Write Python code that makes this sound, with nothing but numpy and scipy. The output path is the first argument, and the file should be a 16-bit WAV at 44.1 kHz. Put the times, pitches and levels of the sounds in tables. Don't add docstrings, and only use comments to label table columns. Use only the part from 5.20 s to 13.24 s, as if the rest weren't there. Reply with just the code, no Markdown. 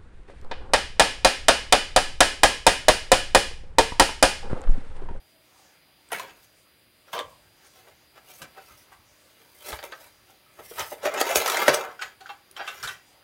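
import sys
import numpy as np
from scipy import signal
from scipy.fft import rfft, irfft
from scipy.io import wavfile
from scipy.ndimage import uniform_filter1d

SR = 44100
rng = np.random.default_rng(int(sys.argv[2]) if len(sys.argv) > 2 else 0)


def invert_db(level):
    return 10 ** (np.asarray(level, dtype=float) / 20)


def store_wav(level_fs):
    pcm = np.round(np.clip(np.atleast_2d(level_fs), -1, 1) * 32767)
    wavfile.write(sys.argv[1], SR, pcm.T.astype(np.int16))


N = 354475


def unit(x):
    return x / np.sqrt(np.mean(x ** 2))


def band(x, lo_hz, hi_hz):
    return signal.sosfilt(signal.butter(2, [lo_hz, min(hi_hz, .45 * SR)], "band", fs=SR, output="sos"), x)


def add(out, s, x):
    i = int(s * SR)
    out[i:i + len(x)] += x[:N - i]


def walk(rate_hz):
    hold = int(SR / rate_hz)
    levels = np.repeat(rng.standard_normal(N // hold + 1), hold)
    return np.sqrt(3 / 2) * uniform_filter1d(levels, hold)[:N]


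def swell(s, rise_s, fall_s, db, roundness):
    t = np.arange(N) / SR - s
    distance = np.where(t < 0, -t / max(rise_s, .002), t / max(fall_s, .002))
    return invert_db(db - 20 * distance ** roundness)


def ringing(modes, t, weight_db=0):
    hz, db, t60 = np.transpose(modes)[:, :, None]
    decay = 1000. ** (-t / np.maximum(t60, .005))
    return np.sum(invert_db(db + weight_db) * np.sin(2 * np.pi * hz * t) * decay, axis=0)


def knocks(table, modes, slope_db, under_db, top_hz, blow=.95, count=64):
    out, t = np.zeros(N), np.arange(6144) / SR

    def tilt(octave):
        return np.where(octave > 0, slope_db, under_db) * octave

    for s, db, hz, crack_db, chatter_s in table:
        noise = rng.standard_normal((3, len(t)))

        crowd = np.linspace(-.9, 2.5, count) + .03 * rng.standard_normal(count)
        octave = np.r_[0, crowd][:, None]
        size = np.tanh(2 * noise[2, :count + 1, None]) * invert_db(-4 + tilt(octave))
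        size[0] = 1.3
        t60 = .03 * 2 ** (-.4 * octave)
        ring = np.sum(size * np.sin(2 * np.pi * hz * 2 ** octave * t) * 1000. ** (-t / t60), axis=0)

        mode_hz = np.array(modes)[:, :1]
        spot_db = 5 * noise[2, -len(modes):, None] + tilt(np.log2(mode_hz / hz))
        ring = ring + ringing(modes, t, spot_db)

        age = t / max(chatter_s, .0005)
        fade = np.exp(-age) if blow else age * np.exp(1 - age) * np.exp(-.3 * age ** 2)
        push = .25 * noise[0] * np.minimum(abs(noise[0]), 2) * fade
        push[0] = blow
        body = band(signal.fftconvolve(push, ring)[:len(t)], 0.52 * hz, top_hz)
        body = band(body, 210, 14000)
        crack = band(noise[1] * fade, 3600, 13000)
        tick = band(np.exp(-t / 0.00006), 0.76 * hz, 3 * hz) * (blow > 0)
        knock = body / abs(body).max()
        knock = knock + invert_db(-7) * tick / (abs(tick).max() + 1e-9)
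        knock = knock + invert_db(crack_db - 4.5) * crack / abs(crack).max()
        add(out, s, invert_db(db) * knock)
    return out


# (frequency [Hz], level [dB], t60 [s])
TRAY_MODES = [(296, -18, 0.15), (376, -15.5, 0.056), (471, -6, 0.09), (631, 6.5, 0.04), (775, 4, 0.035),
              (945, -7.5, 0.038), (1116, -3, 0.043), (1274, 2.5, 0.042), (1560, 0, 0.027),
              (1900, -11, 0.082), (2120, -26.5, 0.044), (2790, -19, 0.064), (3180, -13.5, 0.034),
              (3970, -45, 0.027)]
# (time [s], peak [dB], main ring [Hz], treble crack [dB], chatter time [s])
POPS = [(5.587, -30.5, 950, 6.5, 0.043), (5.607, -21.5, 1230, -19, 0.0074),
        (5.874, -17, 617, -32.5, 0.0048), (5.939, -20, 566, -1, 0.0075), (6.003, -15, 1300, -3, 0.012),
        (6.0135, -6.5, 480, 3, 0.0016), (6.1575, -8, 623, -1, 0.0032), (6.167, -17.5, 673, -3, 0.0092),
        (6.26, -13, 1325, 0.5, 0.0031), (6.277, -12.5, 1270, 2, 0.009), (6.2985, -14, 1300, 4, 0.0045),
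        (6.318, -20, 1445, 2, 0.0068), (6.344, -14.5, 1350, -9.5, 0.0057), (6.4805, -1, 698, -1.5, 0.0036),
        (6.484, -5, 460, -20.5, 0.0033), (6.491, -11, 1100, -15.5, .012)]


def insert_pops():
    return knocks(POPS, TRAY_MODES, slope_db=-1, under_db=14.5, top_hz=9000)


# (time [s], peak [dB], main ring [Hz], treble crack [dB], chatter time [s])
TRAY_KNOCKS = [
    (3.218, -29.5, 1570, 1, 0.014),
    (4.528, -22.5, 873, -20, 0.0073),
    (4.59, -27.5, 950, -30, 0.0074),
    (4.628, -31.5, 800, -30, 0.0061),
    (4.638, -30, 647, -30, 0.0086),
    (4.723, -26.5, 907, -35, 0.012),
]


def tray_knocks():
    return knocks(TRAY_KNOCKS, TRAY_MODES, slope_db=0.5, under_db=12, top_hz=6000)


# (time [s], peak [dB], main ring [Hz], treble crack [dB], time to the peak [s])
SCUFFS = [(1.876, -47, 1400, -15, 0.011), (2.671, -44.5, 640, -29, 0.0048), (2.949, -51, 1130, -28, 0.031),
          (3.374, -39, 740, -17, 0.0032), (3.49, -47, 1300, -23.5, 0.028), (3.716, -40, 1130, -6, 0.015),
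          (4.482, -31, 560, 1, 0.034), (4.538, -32, 950, -11, 0.0089), (4.806, -45.5, 664, -9, 0.0091),
          (4.859, -46.5, 910, 3, 0.013), (5.099, -56, 750, 10, 0.011), (5.386, -34.5, 630, -25, 0.014),
          (5.508, -32, 466, -24, 0.014), (5.568, -23.5, 945, -17, 0.041), (5.715, -23.5, 580, -22, 0.011),
          (5.826, -22, 590, -11, 0.016), (5.848, -15, 620, -10, 0.011), (6.088, -15, 630, -6, 0.018)]


def tray_scuffs():
    return knocks(SCUFFS, TRAY_MODES, slope_db=-6, under_db=15.5, top_hz=6000, blow=0)


# (frequency [Hz], level [dB], t60 [s])
INSERT_MODES = [(420, -22, 0.067), (800, -5, 0.13), (1100, -17, 0.13), (1300, -11, 0.08), (1500, 7, 0.03),
                (1625, -6, 0.047), (1900, -5.5, 0.05), (2328, -6.5, 0.037), (2703, -1.5, 0.034),
                (3100, -2, 0.035), (3480, -16, 0.033), (4720, -10, 0.045), (5500, -11, 0.035)]
# (time [s], peak [dB], main ring [Hz], treble crack [dB], chatter time [s])
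RATTLES = [
    (6.793, -34, 1450, -26, 0.0047),
    (6.821, -22.5, 1500, -10, 0.0068),
    (7.005, -42.5, 760, -40, 0.006),
    (7.059, -39, 1460, -36.5, 0.014),
    (7.097, -47, 1500, -30, 0.0058),
    (7.365, -27, 1595, -24, 0.0053),
    (7.372, -29.5, 847, -38, 0.05),
    (7.476, -20, 1303, -14, 0.017),
    (7.676, -26, 1300, -1, 0.0047),
    (7.685, -24, 1900, -6, 0.034),
]


def insert_rattles():
    return knocks(RATTLES, INSERT_MODES, slope_db=-0.2, under_db=7, top_hz=7000)


# (time [s], peak [dB], main ring [Hz], treble crack [dB], time to the peak [s])
SLIDES = [
    (6.812, -19.5, 1500, -15, 0.012),
    (7.088, -26.5, 800, -40, 0.012),
    (7.39, -22, 825, -34, 0.02),
    (7.626, -21, 1533, -3.5, 0.019),
]


def insert_slides():
    return knocks(SLIDES, INSERT_MODES, slope_db=-0.5, under_db=37, top_hz=7000, blow=0)


# (frequency [Hz], level [dB], t60 [s])
SCRAP_MODES = [(705, -3, .05), (1100, -8, .04), (1570, -1, .06), (1710, -7, .035), (1940, -4, .06),
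               (2200, -5, .06), (2540, -5, .03), (2920, -6, .035), (3880, -15, .03)]
# (time [s], peak [dB], main ring [Hz], treble crack [dB], chatter time [s])
DROPS = [
    (0.904, -38.5, 1100, -25, 0.007),
    (0.9195, -20, 728, -10, 0.0071),
    (0.919, -21.5, 1500, -20, 0.0033),
    (0.93, -19.5, 730, -2, 0.0042),
    (0.944, -24, 1680, -20, 0.017),
    (0.996, -24.5, 1010, -1, 0.0078),
    (1.012, -41, 2900, -23, 0.01),
]


def scrap_drops():
    return knocks(DROPS, SCRAP_MODES, slope_db=-3.5, under_db=12, top_hz=3600)


CLIP_MODES = [(480, -15, 0.061), (617, 0.5, 0.038), (800, -3.5, 0.093), (1100, 9.5, .03), (1230, -8, 0.034),
              (1640, -1.5, 0.049), (2420, -22, .04), (3100, 1.5, 0.028), (3500, -9, 0.033),
              (4100, -17, 0.037), (4500, -8, .04)]
CLIP_TAPS = [
    (1.931, -21, 1156, -23, 0.024),
    (1.949, -26, 1100, -18, 0.015),
    (1.9645, -20.5, 660, -17, 0.0051),
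    (1.979, -19, 1100, -15, 0.0016),
    (1.989, -19.5, 800, -13, 0.0016),
    (1.997, -19, 623, -22, 0.0018),
    (2.005, -25, 615, -26, 0.0065),
]


def clip_taps():
    return knocks(CLIP_TAPS, CLIP_MODES, slope_db=0.5, under_db=-12, top_hz=5000)


# (time [s], peak [dB], centre frequency [Hz])
CLICKS = [(0.9213, -33, 2200), (0.997, -26, 1900), (4.521, -26, 2500), (4.466, -41, 3000),
          (4.628, -31, 1500), (5.72, -31, 900), (1.965, -37, 1500), (1.9912, -21, 2000), (4.59, -30, 1800),
          (5.5955, -27, 3000), (5.6095, -32, 2000), (5.8567, -12.5, 1500), (5.877, -23, 1790),
          (6.0035, -18, 5000), (6.1586, -5.5, 2800), (6.2606, -24, 1800), (6.278, -24, 2500),
          (6.3, -17, 2800), (6.345, -22.5, 1820), (6.4817, -3.5, 1360), (7.479, -27, 2000),
          (5.39, -40, 1200), (7.067, -38, 1500)]


def clicks():
    out, t = np.zeros(N), np.arange(512) / SR
    for s, db, hz in CLICKS:
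        swing = np.sin(2 * np.pi * hz * t) * np.exp(-t * hz / 0.72)
        swing = np.diff(swing, prepend=0)
        swing = band(swing, 0.6 * hz, 4.1 * hz)
        add(out, s, invert_db(db) * swing / abs(swing).max())
    return out


# (time [s], peak [dB], centre frequency [Hz], length [s])
SNAPS = [(0.888, -30, 8200, 0.0013), (0.918, -13, 10350, 0.0044), (0.927, -11.5, 9100, 0.0034),
         (0.972, -21, 8450, 0.002), (0.997, -24, 2860, 0.005), (1.93, -15, 3330, 0.011),
         (1.9903, -11, 3380, 0.0058), (2.467, -34, 9100, 0.0071), (3.46, -35, 4690, 0.0052),
         (4.447, -26, 4250, 0.0021), (4.464, -25, 5500, .002), (4.483, -31, 4450, .003),
         (4.505, -19, 4270, .003), (4.521, -18, 3250, .002), (4.529, -18, 3700, .005),
         (4.587, -31, 3700, .003), (4.72, -25, 3500, 0.0083), (6.297, -9.5, 3500, 0.0048),
         (6.11, -18.5, 2810, .006), (6.37, 3, 2100, 0.0056), (6.416, -20, 2160, .005),
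         (4.628, -20, 3480, 0.0056), (5.595, -7, 5830, 0.0026), (5.603, -11.5, 3100, 0.011),
         (5.851, -24.5, 5640, 0.011), (5.939, -24, 8000, 0.004), (6.016, -2.5, 4510, 0.0047),
         (6.14, -17, 7140, 0.0076), (6.157, -0.5, 6160, 0.0035), (6.158, -5.5, 3220, .003),
         (6.172, -5, 8300, 0.003), (6.268, -10, 6080, 0.0032), (6.34, -23, 3450, 0.0036),
         (6.544, -1.5, 5700, 0.0064), (6.5405, -14, 3100, 0.0046), (6.541, -4.5, 8300, 0.0053),
         (6.002, -10, 8140, 0.003), (6.823, -30, 3100, 0.0033), (7.007, -29, 4080, 0.01),
         (7.312, -22, 9500, 0.0012), (7.314, -27, 14200, 0.00098), (7.686, -20, 9400, 0.0017),
         (7.468, -21, 3050, 0.013), (7.478, -17.5, 3450, 0.021), (7.628, -13, 4940, 0.0034),
         (7.674, -10.5, 3560, 0.0067)]


def snaps():
    out, t = np.zeros(N), np.arange(4096) / SR
    for s, db, hz, length_s in SNAPS:
        burst = rng.standard_normal(len(t)) * np.exp(-t / max(length_s, .0003))
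        snap = band(burst, 0.948 * hz, 1.117 * hz) * 2.35 + 0.38 * band(burst, 2400, 9300)
        add(out, s, invert_db(db - 12.5) * snap / abs(snap).max())
    return out


def grains(per_s, spread_db, smooth):
    happens = rng.random(N) < per_s / SR
    slips = happens * invert_db(spread_db * rng.standard_normal(N)) * rng.standard_normal(N)
    return unit(slips) + smooth * rng.standard_normal(N)


def shaken(x, modes):
    held_damping, wander_db = 3., 4
    y = 0
    for hz, db, t60 in modes:
        feed = invert_db(wander_db * np.tanh(walk(35)))
        resonance = signal.iirpeak(hz, hz * t60 / held_damping / 2, SR)
        y = y + invert_db(db) * t60 * signal.lfilter(*resonance, x * feed)
    return unit(band(y, 274, 8900))


# (peak time [s], rise [s], fall [s], level [dB], brightness [dB])
SORTING = [(1.25, 0.12, 0.022, -70.5, 13), (1.88, 0.016, .04, -56, -6), (2.1, .08, 0.13, -78, 14),
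           (2.45, 0.074, 0.069, -59, -1.5), (2.6, 0.1, 0.081, -56, -2), (2.685, 0.11, 0.1, -54.5, -8),
           (2.978, 0.05, 0.033, -51, -12), (3.1, 0.063, 0.091, -52, 3.5), (3.19, 0.14, 0.074, -64, 16.5),
           (3.225, 0.041, 0.077, -44, -26), (3.392, 0.065, 0.05, -47, -20), (3.51, 0.34, 0.11, -57.5, 2.5),
           (3.6, 0.13, 0.11, -64, 9.5), (3.73, 0.23, 0.046, -62.5, -22)]
# (peak time [s], rise [s], fall [s], level [dB], brightness [dB])
CARRYING = [(4.2, 0.38, 1, -62.5, -0.5), (4.4, 0.29, 0.066, -78.5, 22.5), (4.489, 0.085, 0.13, -40, 2.5),
            (4.64, 0.014, 0.043, -37.5, -4), (4.665, .03, 0.03, -57.5, 10), (4.72, 0.062, 0.065, -48, -11),
            (4.82, 0.11, 0.15, -54.5, 3.5), (5.1, 0.12, 0.27, -64, 1.5), (5.399, 0.06, 0.12, -49, -15),
            (5.49, 0.16, 0.42, -60, 15.5), (5.599, 0.035, 0.039, -29.5, 0), (5.705, 0.1, 0.046, -60.5, 21),
            (5.727, 0.019, 0.029, -44.5, 5)]
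# (peak time [s], rise [s], fall [s], level [dB], brightness [dB])
PULLING = [(5.81, 0.054, .05, -66, -7), (5.857, 0.034, 0.064, -25.5, -12), (5.98, 0.12, 0.064, -27, -16.5),
           (6.012, 0.014, 0.0071, -19, -2.5), (6.1, 0.13, 0.17, -26, -8), (6.221, 0.14, .1, -29.5, -8.5),
           (6.157, 0.006, 0.05, -21, 6), (6.3, 0.2, 0.2, -35, 1), (6.419, 0.34, 0.2, -24.5, -9),
           (6.481, 0.003, 0.029, -18.5, -15), (6.544, 0.005, 0.018, -20.5, -3),
           (6.531, .04, 0.14, -27.5, -10.5), (6.62, 0.067, 0.064, -37, -13.5)]
# (peak time [s], rise [s], fall [s], level [dB], brightness [dB])
LAYING = [
    (6.83, 0.03, 0.079, -34.5, -12.5),
    (7.01, 0.0081, 0.06, -47.5, -24),
    (7.1, 0.1, 0.09, -49.5, -10),
    (7.38, 0.035, 0.057, -46.5, -5),
    (7.45, 0.05, 0.15, -46, -29),
    (7.55, 0.15, 0.063, -43, -4),
    (7.64, 0.1, 0.11, -41.5, -4.5),
    (7.72, 0.08, 0.061, -45.5, -4),
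]
# (peak time [s], rise [s], fall [s], level [dB], brightness [dB])
SCRAP_STROKES = [
    (.935, 0.027, 0.16, -39.5, -1.5),
    (1.02, 0.11, 0.14, -43, -27),
    (1.1, 0.1, 0.037, -44.5, -16),
]
CLIP_STROKES = [
    (1.935, 0.018, 0.082, -43.5, 1),
    (1.998, 0.038, 0.026, -36, -18),
    (2.05, .04, 0.053, -63, -17),
]


def rubbing():
    slip, flicker = grains(1600, 3.6, .85), invert_db(1.5 * walk(90))

    def patches(lo_hz, hi_hz):
        total = 0
        for f in lo_hz * 2 ** np.arange(0, np.log2(hi_hz / lo_hz), 1 / 6):
            total = total + invert_db(2.6 * walk(30)) / f ** .25 * band(slip, f, f * 2 ** (1 / 6))
        return unit(total)

    duller = signal.butter(3, 2300, fs=SR)
    walls = unit(signal.lfilter(*duller, patches(401.2, 4000)))
    glove = patches(1905, 6400)
    paper = unit(band(slip, 6000, 24800))
    rubbed = [(SORTING + CARRYING + PULLING, TRAY_MODES, 0), (LAYING, INSERT_MODES, -5),
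              (SCRAP_STROKES, SCRAP_MODES, 3), (CLIP_STROKES, CLIP_MODES, -3)]
    out = 0
    for rows, modes, walls_db in rubbed:
        bright_db = np.array(rows)[:, -1]
        strokes = np.array([swell(*row[:-1], roundness=1.03) ** 2 for row in rows])

        def press(db):
            return np.sqrt(invert_db(db) ** 2 @ strokes)

        shell = unit(shaken(slip, modes) + invert_db(walls_db) * walls)
        out = out + press(0 * bright_db) * shell
        out = out + press(-1.5 + 0.68 * bright_db) * glove
        out = out + press(bright_db) * paper
    return flicker * out


# (time [s], level [dB], frequency [Hz], width [Hz], length [s])
HUMS = [(0.085, -65.5, 630, 60, 0.16), (1.06, -56, 740, 120, .05), (1.085, -58, 3080, 120, .035),
        (1.875, -54, 600, 250, .055), (2.101, -53, 1030, 160, 0.075), (2.442, -58, 5463, 3500, 0.093),
        (2.96, -57, 1400, 300, .04), (3.065, -59, 2800, 305, 0.1), (3.37, -45, 760, 90, 0.037),
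        (3.372, -49, 1450, 250, 0.04), (3.48, -58, 1250, 200, .09), (3.57, -60, 5600, 900, 0.07),
        (3.72, -55, 790, 90, .04), (3.72, -55, 1100, 93, .04), (4.68, -55, 370, 50, 0.085),
        (5.085, -61, 1400, 140, 0.037), (5.095, -60, 780, 93, .05), (5.39, -47, 1300, 600, .03),
        (5.26, -60, 1270, 90, .06), (6.56, -33, 650, 500, .14), (6.58, -37, 1300, 500, .16),
        (6.68, -47, 800, 900, .1), (6.792, -36, 1496, 108, 0.018), (6.793, -50, 2780, 93, 0.044),
        (7.011, -47, 790, 65, 0.048), (7.058, -40, 1480, 160, .025), (7.304, -60, 370, 56, .06),
        (7.39, -40, 1450, 350, .035), (7.793, -61, 1900, 78, 0.045), (7.935, -62, 629, 71, 0.025)]


def hums():
    out = np.zeros(N)
    for s, db, hz, width_hz, length_s in HUMS:
        age = np.arange(int(length_s * SR)) / (length_s * SR)
        shape = np.minimum(1, 12 * age) * np.minimum(1, 6 * (1 - age)) * np.exp(-age)
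        noise = rng.standard_normal(8192 + len(age))
        tone = band(noise, hz - width_hz / 2, hz + width_hz / 2)[8192:]
        add(out, s, invert_db(db) * shape * unit(tone))
    return out


# (time [s], level [dB], frequency [Hz], t60 [s])
THUMPS = [
    (4.526, -32, 62.4, 0.14),
    (6.158, -39, 141, 0.097),
    (6.487, -28.5, 144, 0.17),
    (7.635, -53, 121, 0.07),
]


def thumps():
    out, t = np.zeros(N), np.arange(SR // 2) / SR
    for s, db, hz, t60 in THUMPS:
        add(out, s, ringing([(hz, db, t60)], t) * (1 - np.exp(-t / 0.0039)))
    return out


# (peak time [s], level [dB], fall [s])
BUMPS = [(.93, -66, 0.3), (1.97, -68, 0.082), (2.06, -55, 0.14), (2.28, -70, .12), (2.6, -82, 0.089),
         (2.72, -69, 0.47), (3.22, -60, 0.067), (3.51, -55.5, 0.14), (3.8, -57, 0.1), (4.54, -44, 0.057),
         (4.86, -65, 0.2), (5.4, -57.5, 0.43), (5.62, -43.5, 0.025), (5.86, -60, 0.16),
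         (6.178, -40.5, 0.034), (6.51, -45, 0.058), (6.85, -62, 0.13), (7.65, -44.5, 0.088)]
# (peak time [s], level [dB], fall [s])
BOOMS = [
    (.93, -48, 0.17),
    (1.942, -51, 0.083),
    (3.22, -48, 0.082),
    (6.5, -51, 0.13),
]


def thuds():
    level = invert_db(-73.5 + 2 * walk(23))
    level = level + sum(swell(s, 0.036, fall_s, db, 0.59) for s, db, fall_s in BUMPS)
    boom = sum(swell(s, 0.019, fall_s, db, 1.0) for s, db, fall_s in BOOMS)
    bass = unit(band(rng.standard_normal(N), 45, 135))
    return level * bass + boom * unit(band(rng.standard_normal(N), 121, 312))


def clothes():
    stir = walk(3.83)
    out = 0
    for f in 500 * 1.4 ** np.arange(9):
        level = invert_db(-74.5 + 1.6 * stir + 3.2 * walk(14))
        out = out + level * unit(band(rng.standard_normal(N), f, 1.35 * f))
    return out


# (frequency [Hz], level [dB])
HUSH = [(30, -19), (55, -1), (100, 2.5), (200, 2.5), (650, -1), (820, -8.5), (2200, -0.5), (4700, -4.5),
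        (5300, -12.5), (6900, -26), (7600, -39.5), (8300, -38), (8900, -8.5), (15500, -8)]
# (frequency [Hz], level [dB])
WHINE = [(303, -76.5), (360, -78), (4861, -70), (13440, -95.5), (15400, -100)]


def hush():
    hz, db = np.transpose(HUSH)
    f = np.arange(N // 2 + 1) * SR / N + 1
    shape = invert_db(np.interp(np.log(f), np.log(hz), db))
    air = unit(irfft(rfft(rng.standard_normal(N)) * shape, N))
    t = np.arange(N) / SR
    tones = 0
    for tone_hz, tone_db in WHINE:
        level = invert_db(tone_db + 3.0 + 1.8 * walk(5.0))
        tones = tones + level * np.sin(2 * np.pi * tone_hz * t + .5 * walk(6.2))
    return air * invert_db(-60 + 0.205 * walk(1.7)) + tones


# (frequency [Hz], t60 [s])
ROOM = [(100, 0.068), (500, 0.26), (2000, 0.24), (3500, 0.15), (6000, 0.2), (15000, 0.078)]


def room(x):
    t = np.arange(SR // 2) / SR
    hz, t60 = np.transpose(ROOM)
    tail = 0
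    for f in 60 * 2 ** np.arange(0, 8, 1 / 3):
        decay = 1000. ** (-t / np.interp(np.log(f), np.log(hz), t60))
        tail = tail + band(rng.standard_normal(len(t)), f, f * 2 ** (1 / 3)) * decay
    tail = tail * np.clip(t / 0.0015 - 1, 0, 1)
    return x + invert_db(-10) * signal.fftconvolve(x, tail / np.sqrt(np.sum(tail ** 2)))[:N]


def scene():
    struck = insert_pops() + tray_knocks() + insert_rattles() + scrap_drops() + clip_taps()
    brushed = tray_scuffs() + insert_slides()
    mono = room(struck + brushed + clicks())
    mono = mono + room(snaps() + rubbing() + hums() + clothes())
    mono = mono + thumps() + thuds() + hush()
    return np.array([mono, mono])


def band_limit(x):
    return signal.sosfilt(signal.butter(12, 16970, fs=SR, output="sos"), x)


def record(dry):
    dim = signal.ellip(6, .3, 28, 15750, fs=SR, output="sos")
    rounded = .92 * np.tanh(np.tanh(dry / 2.525) * 2.0 / .92 * 1.05)
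    return band_limit(signal.sosfilt(dim, rounded))


dry = scene()
out = record(dry)
store_wav(out)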